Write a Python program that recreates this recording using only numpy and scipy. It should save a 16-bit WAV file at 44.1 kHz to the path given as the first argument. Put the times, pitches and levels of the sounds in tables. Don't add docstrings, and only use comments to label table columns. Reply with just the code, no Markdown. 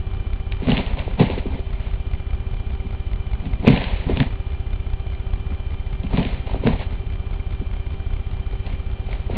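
import sys
import numpy as np
from scipy import signal
from scipy.fft import rfft, irfft, next_fast_len
from scipy.io import wavfile
from scipy.ndimage import uniform_filter1d, map_coordinates

SR = 44100
rng = np.random.default_rng(int(sys.argv[2]) if len(sys.argv) > 2 else 0)


def boost_factor(decibels):
    exponent = np.asarray(decibels, float) / 20
    return 10 ** exponent


def wav_out(sig):
    wavfile.write(sys.argv[1], SR, np.round(np.clip(np.atleast_2d(sig).T, -1, 1) * 32767).astype(np.int16))


N = 413216


def unit(x):
    return x / np.sqrt(np.mean(x ** 2) + 1e-20)


def filtered(x, response):
    size = next_fast_len(len(x) + SR // 5)
    f = np.fft.rfftfreq(size, 1 / SR) + 1e-3
    return irfft(rfft(x, size) * response(f), size)[:len(x)]


def coloured(x, points):
    hz, db = np.transpose(points)
    return filtered(x, lambda f: boost_factor(np.interp(np.log(f), np.log(hz), db, left=-120, right=-120)))


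def resonances(modes):
    def response(f):
        total = 0
        for k, (hz, width_hz, db) in enumerate(modes):
            total = total + (-1) ** k * boost_factor(db) * 1j * f * width_hz / (hz * hz - f * f + 1j * f * width_hz)
        return total
    return response


def region(hz, spread):
    # (frequency [Hz], width [Hz], level before the fade [dB])
    case = [(133, 31.6, 5), (194.6, 20.2, 4), (222.1, 24, 0), (267.5, 27.4, 1), (393, 47, -0.5),
            (515, 107, -3.5), (690, 143, -5.5), (960, 203, -7.5)]
    soft_hz = 1300
    modes = resonances([(c, w, db - spread * np.log2(c / hz) ** 2) for c, w, db in case])
    return lambda f: modes(f) / (1 - (f / soft_hz) ** 2 + 1.4j * f / soft_hz)


def grains(smooth_s, lumpy_db):
    jumps = map_coordinates(rng.standard_normal(N // 40), [np.arange(N) / (smooth_s * SR)], order=1)
    return unit(rng.standard_normal(N) * boost_factor(lumpy_db * jumps))


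def current(starts_s, length_s):
    steps = np.zeros(N + SR)
    at = np.round(np.asarray(starts_s) * SR).astype(int) + SR // 2
    np.add.at(steps, at, 1)
    np.add.at(steps, at + round(length_s * SR), -1)
    return np.cumsum(steps)


def sag(starts_s, db, length_s, coupling_hz, smooth_hz, q):
    coupling = lambda f: (1j * f / (coupling_hz + 1j * f)) ** 2
    smoothing = lambda f: 1 / (1 - (f / smooth_hz) ** 2 + 1j * f / smooth_hz / q)
    dip = filtered(-boost_factor(db) * current(starts_s, length_s), lambda f: coupling(f) * smoothing(f))
    return dip[SR // 2:][:N]


def stores(pictures_s):
    blocks_s = pictures_s[::3, None]
    least_s, most_s = np.array([.1, .013, .013]), np.array([.114, .034, .034])
    hidden_share = .12
    delays_s = least_s + (most_s - least_s) * rng.random((len(blocks_s), len(least_s)))
    starts_s = blocks_s + np.cumsum(delays_s, axis=1)
    third_heard = rng.random(len(blocks_s)) > hidden_share
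    return np.concatenate([starts_s[:, :-1].ravel(), starts_s[third_heard, -1]])


def hiss():
    # (frequency [Hz], relative density [dB per Hz])
    spectrum = [(12, -10.5), (30, -3), (90, -7), (150, -11), (245, -19), (330, -23.5), (800, -28.5),
                (1700, -36.5), (2500, -37.5), (3100, -35), (4200, -48.5), (5000, -61.5), (5600, -92)]
    level_db = -34.5
    return boost_factor(level_db) * unit(coloured(rng.standard_normal(N), spectrum))


def whine():
    partials = [(387.6, 4, -48), (775.2, 12, -56), (1190, 16, -63), (2374, 14, -55), (None, 38, -59)]
    # (time [s], frequency [Hz])
    creep = [(0.0, 3004), (0.49, 3074), (4.36, 3010), (4.93, 3064), (8.191, 3110), (9.37, 3090)]
    drift_hz = np.interp(np.arange(N) / SR, *np.transpose(creep))
    tones = 0
    for hz, wander_hz, db in partials:
        tremble, flutter = [unit(uniform_filter1d(row, size=500)) for row in rng.standard_normal((2, N))]
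        pitch_hz = (hz or drift_hz) + wander_hz * tremble
        level = boost_factor(db + 2.5 + 2.5 * flutter)
        tones = tones + level * np.sin(2 * np.pi * np.cumsum(pitch_hz) / SR)
    return tones


def camera():
    # (first [s], period [s])
    clock = (-.001, .066647)
    # (drive before filters [dB], length [s], coupling [Hz], smoothing [Hz], Q [-])
    picture_sag = (-14, .0066, 9.5, 94, 1)
    store_sag = (-10, .0058, 20, 80.5, 0.38)
    # (frequency [Hz], width [Hz], relative level [dB])
    buzz_modes = [(690, 280, 7.5), (1400, 330, 3), (2175, 280, 5), (3586, 290, -2), (4070, 310, -9)]
    first_s, period_s = clock
    pictures_s = first_s + period_s * np.arange(int(N / SR / period_s) + 1)
    writes_s = stores(pictures_s)
    thumps = sag(pictures_s, *picture_sag) + sag(writes_s, *store_sag)
    load = boost_factor(-2) * current(pictures_s, 0.0082) + current(writes_s + 0.0017, .006)
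    load = uniform_filter1d(load[SR // 2:][:N], size=60)
    buzz = boost_factor(-42.5) * load * unit(filtered(rng.standard_normal(N), resonances(buzz_modes)))
    return thumps + buzz + whine() + hiss()


def bedroom(x):
    t60_s, gap_s = 0.26, .004
    t = np.arange(SR // 4) / SR
    tail = rng.standard_normal(len(t)) * boost_factor(-60 * t / t60_s) * (t > gap_s)
    return signal.fftconvolve(x, tail / np.linalg.norm(tail))[:N]


def ticks():
    # (time [s], snap peak [dB], broad peak [Hz], lid against snap [dB])
    contacts = [(0.522, -22, 2380, -14), (0.6716, -24, 2460, -6), (0.7038, -19, 3200, -4),
                (0.7183, -13, 2870, -9), (0.7699, -11.5, 2460, -14), (0.7779, -14, 3030, -10.5),
                (0.8639, -24.5, 2650, -10), (0.992, -26, 2450, -10), (1.1952, -19, 2560, -11),
                (1.2019, -19, 2260, -8), (1.3014, -20, 2590, -2), (1.5928, -36.5, 2360, 2),
                (3.456, -30, 2370, -10), (3.671, -13, 2540, -2), (3.677, -13, 2720, -1),
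                (3.6837, -10, 2130, -3), (3.7626, -19, 2080, -9), (3.7755, -15, 2560, -10),
                (3.8187, -17.5, 2440, -17), (3.8404, -18, 2090, -14), (4.0395, -30, 2140, -1),
                (4.1718, -14.5, 2430, -9), (4.2025, -10.5, 1900, -19), (4.229, -20, 1950, -5),
                (4.9985, -43, 2370, -8), (5.5119, -43, 2380, -13), (6.0337, -31.5, 3190, -7),
                (6.068, -34, 2380, -8), (6.1331, -28, 2290, -4), (6.1734, -14, 2120, -14),
                (6.229, -23, 2410, -4), (6.2509, -19, 2400, -5), (6.471, -30.5, 2380, -8),
                (6.6648, -23.5, 2410, -8), (6.6715, -14.5, 2070, -10), (6.793, -31, 2970, -8),
                (8.6647, -31, 2330, -2), (8.7291, -39, 2190, -8), (9.1292, -24.5, 2010, -10)]
    # (frequency [Hz], relative density [dB per Hz])
    snap = [(600, -31.5), (1100, -7), (2500, -1.5), (3800, 0), (4600, -12.5), (5200, -25.5)]
    t60_s, width_hz = 0.012, 600
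    out, t, lead = np.zeros(N + SR), np.arange(SR // 10) / SR, SR // 200
    click = 1. * (t == 0)
    lid = filtered(np.pad(click, (lead, 0)), region(620, spread=10.0))
    lid = lid / np.abs(lid).max()
    for s, db, hz, lid_db in contacts:
        burst = rng.standard_normal(len(t)) * boost_factor(-60 * t / t60_s) + 3 * click
        peak = resonances([(hz, width_hz, 0)])
        burst = filtered(np.pad(burst, (lead, 0)), lambda f: 0.14 + peak(f))
        burst = coloured(burst, snap)
        both = burst / np.abs(burst).max() + boost_factor(lid_db) * lid
        out[round(s * SR) - lead:][:len(burst)] += boost_factor(db) * both
    return out[:N]


def knocks():
    # (time [s], peak [dB], struck region [Hz])
    blows = [(.62, -19, 250), (.67, -12.5, 207), (.686, -6.5, 232), (.703, -15.5, 280), (.722, -8.5, 187),
             (0.796, -19, 300), (1.077, -18.5, 503), (1.196, -13, 498), (1.2047, -3.5, 176),
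             (1.213, -9, 398), (1.23, -8.5, 180), (1.298, -16, 400), (1.376, -16.5, 372), (1.455, -18, 274),
             (1.542, -23, 195), (1.59, -22.5, 425), (2.846, -26, 210), (3.456, -27, 196), (3.647, -15, 476),
             (3.668, -12.5, 264), (3.677, 4, 212), (3.696, -9, 177), (3.7031, -7.5, 200), (3.716, -10, 205),
             (3.727, -10.5, 200), (4.065, -18.5, 191), (4.095, -10.5, 333), (4.109, -15.5, 304),
             (4.169, -16, 180), (4.197, -17.5, 180), (4.204, -9, 190), (4.212, -12.5, 192),
             (5.507, -28, 207), (6.039, -22, 194), (6.135, -14, 202), (6.183, -7.5, 185),
             (6.205, -14.5, 221), (6.25, -19.5, 265), (6.473, -24.5, 600), (6.496, -26, 790),
             (6.515, -25, 760), (6.543, -17.5, 517), (6.636, -17.5, 400), (6.654, -12.5, 178),
             (6.663, -15, 388), (6.6716, -4, 250), (6.699, -20, 221), (6.812, -24, 740),
             (7.612, -23.5, 241), (8.53, -31.5, 450), (9.087, -27.5, 571), (9.297, -18, 470),
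             (9.329, -24.5, 300)]
    push_db, push_db_per_db, push_q = 3.5, 0.98, 2.45
    push_top = 3.2
    out, t = np.zeros(N + SR), np.arange(SR // 4) / SR
    click = 1. * (t == 0)
    for s, db, hz in blows:
        t60_s = max(0.045 + 0.05 * db, .005)
        chatter = .03 * rng.standard_normal(len(t)) * boost_factor(-60 * t / t60_s)
        swing = resonances([(hz, hz / push_q, push_db + push_db_per_db * db)])
        push = filtered(click, lambda f: swing(f) / (1 + 1j * f / (push_top * hz)) ** 2)
        ring = filtered(chatter + click, region(hz, spread=14)) + push
        out[round(s * SR):][:len(t)] += boost_factor(db) * ring / np.abs(ring).max()
    return out[:N]


def swell(s, rise_s, t60_s, db):
    t = np.arange(N, dtype=np.float32) / SR - s
    return boost_factor(db + np.where(t < 0, 17.5 * t / rise_s, -60 * t / t60_s))


def scuffle():
    # (hardest moment [s], rise [s], weight t60 [s], weight [dB rms], drag [dB rms])
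    moves = [(.64, 0.044, .3, -31, -41), (.69, 0.028, 0.75, -22.5, -31), (0.789, 0.061, 0.24, -24, -31),
             (.93, .05, 0.48, -34.5, -50), (.99, 0.054, 0.31, -33, -38), (1.08, 0.0092, 0.42, -35, -45.5),
             (1.2, 0.019, 0.33, -16, -28.5), (1.31, .02, 0.44, -27.5, -37), (1.385, 0.04, 0.1, -30, -37),
             (1.55, 0.18, 0.24, -31, -46.5), (1.87, 0.39, 0.35, -53, -48.5),
             (3.451, 0.093, 0.46, -32.5, -50.5), (3.641, 0.051, .1, -24.5, -44.5),
             (3.679, 0.039, 0.99, -25, -28.5), (3.77, .05, 0.35, -24, -33), (3.845, .02, .15, -35, -36),
             (3.95, 0.065, .3, -37, -38.5), (4.098, 0.038, 0.43, -25.5, -38),
             (4.21, 0.12, 0.26, -28.5, -35), (6.042, .02, .3, -34, -50), (6.14, 0.052, .4, -27.5, -38),
             (6.18, 0.028, 0.33, -25.5, -32), (6.26, 0.045, 0.62, -32, -38), (6.5, 0.081, 0.43, -38, -43.5),
             (6.56, 0.036, 0.18, -29, -46), (6.673, 0.057, .35, -19.5, -33.5),
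             (6.819, 0.092, 0.15, -37, -37.5), (6.915, 0.063, 0.36, -41, -49.5),
             (8.664, 0.042, 0.45, -38, -46.5), (8.96, .04, .3, -43, -57), (9.12, 0.086, 0.44, -41, -45),
             (9.31, 0.022, 0.56, -32, -45), (9.36, 0.038, 0.44, -30.5, -38.5)]
    # (frequency [Hz], relative density [dB per Hz])
    fur_spectrum = [(900, -17.5), (1300, -7.5), (2100, 2), (2800, 0), (3800, -5.5), (4400, -12.5),
                    (5000, -32.5), (5600, -63)]
    drag_lingers = 1.4
    drag_share, rattle_db = 0.67, 1.5
    weight = np.array([swell(s, rise_s, t60_s, db) for s, rise_s, t60_s, db, _ in moves])
    drag = np.array([swell(s, rise_s, drag_lingers * t60_s, db) for s, rise_s, t60_s, _, db in moves])
    shake = boost_factor(rattle_db) * weight ** (1 - drag_share) * drag ** drag_share
    thud = unit(filtered(grains(.006, lumpy_db=1.5), region(200, spread=11)))
    rattle = unit(filtered(grains(.004, lumpy_db=2.5), region(720, spread=11)))
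    fur = unit(coloured(grains(.002, lumpy_db=2.0), fur_spectrum))
    return weight.max(axis=0) * thud + shake.max(axis=0) * rattle + drag.max(axis=0) * fur


def scene():
    hits = knocks() + ticks()
    return (hits + boost_factor(-13) * bedroom(hits) + scuffle() + camera())[None]


def top_cut(x):
    return signal.sosfilt(signal.butter(12, 15700, fs=SR, output="sos"), x)


def record(dry):
    cut_hz, second_cut_hz = 4900, 9600
    top, knee = .95, 14
    cut = filtered(dry[0], lambda f: 1 / np.sqrt(1 + (f / cut_hz) ** 40))
    clipped = cut / (1 + np.abs(cut / top) ** knee) ** (1 / knee)
    clipped = filtered(clipped, lambda f: 1 / (1 + (f / second_cut_hz) ** 30))
    floor = boost_factor(-88) * rng.standard_normal(N)
    return top_cut((clipped + floor)[None])


dry = scene()
out = record(dry)
wav_out(out)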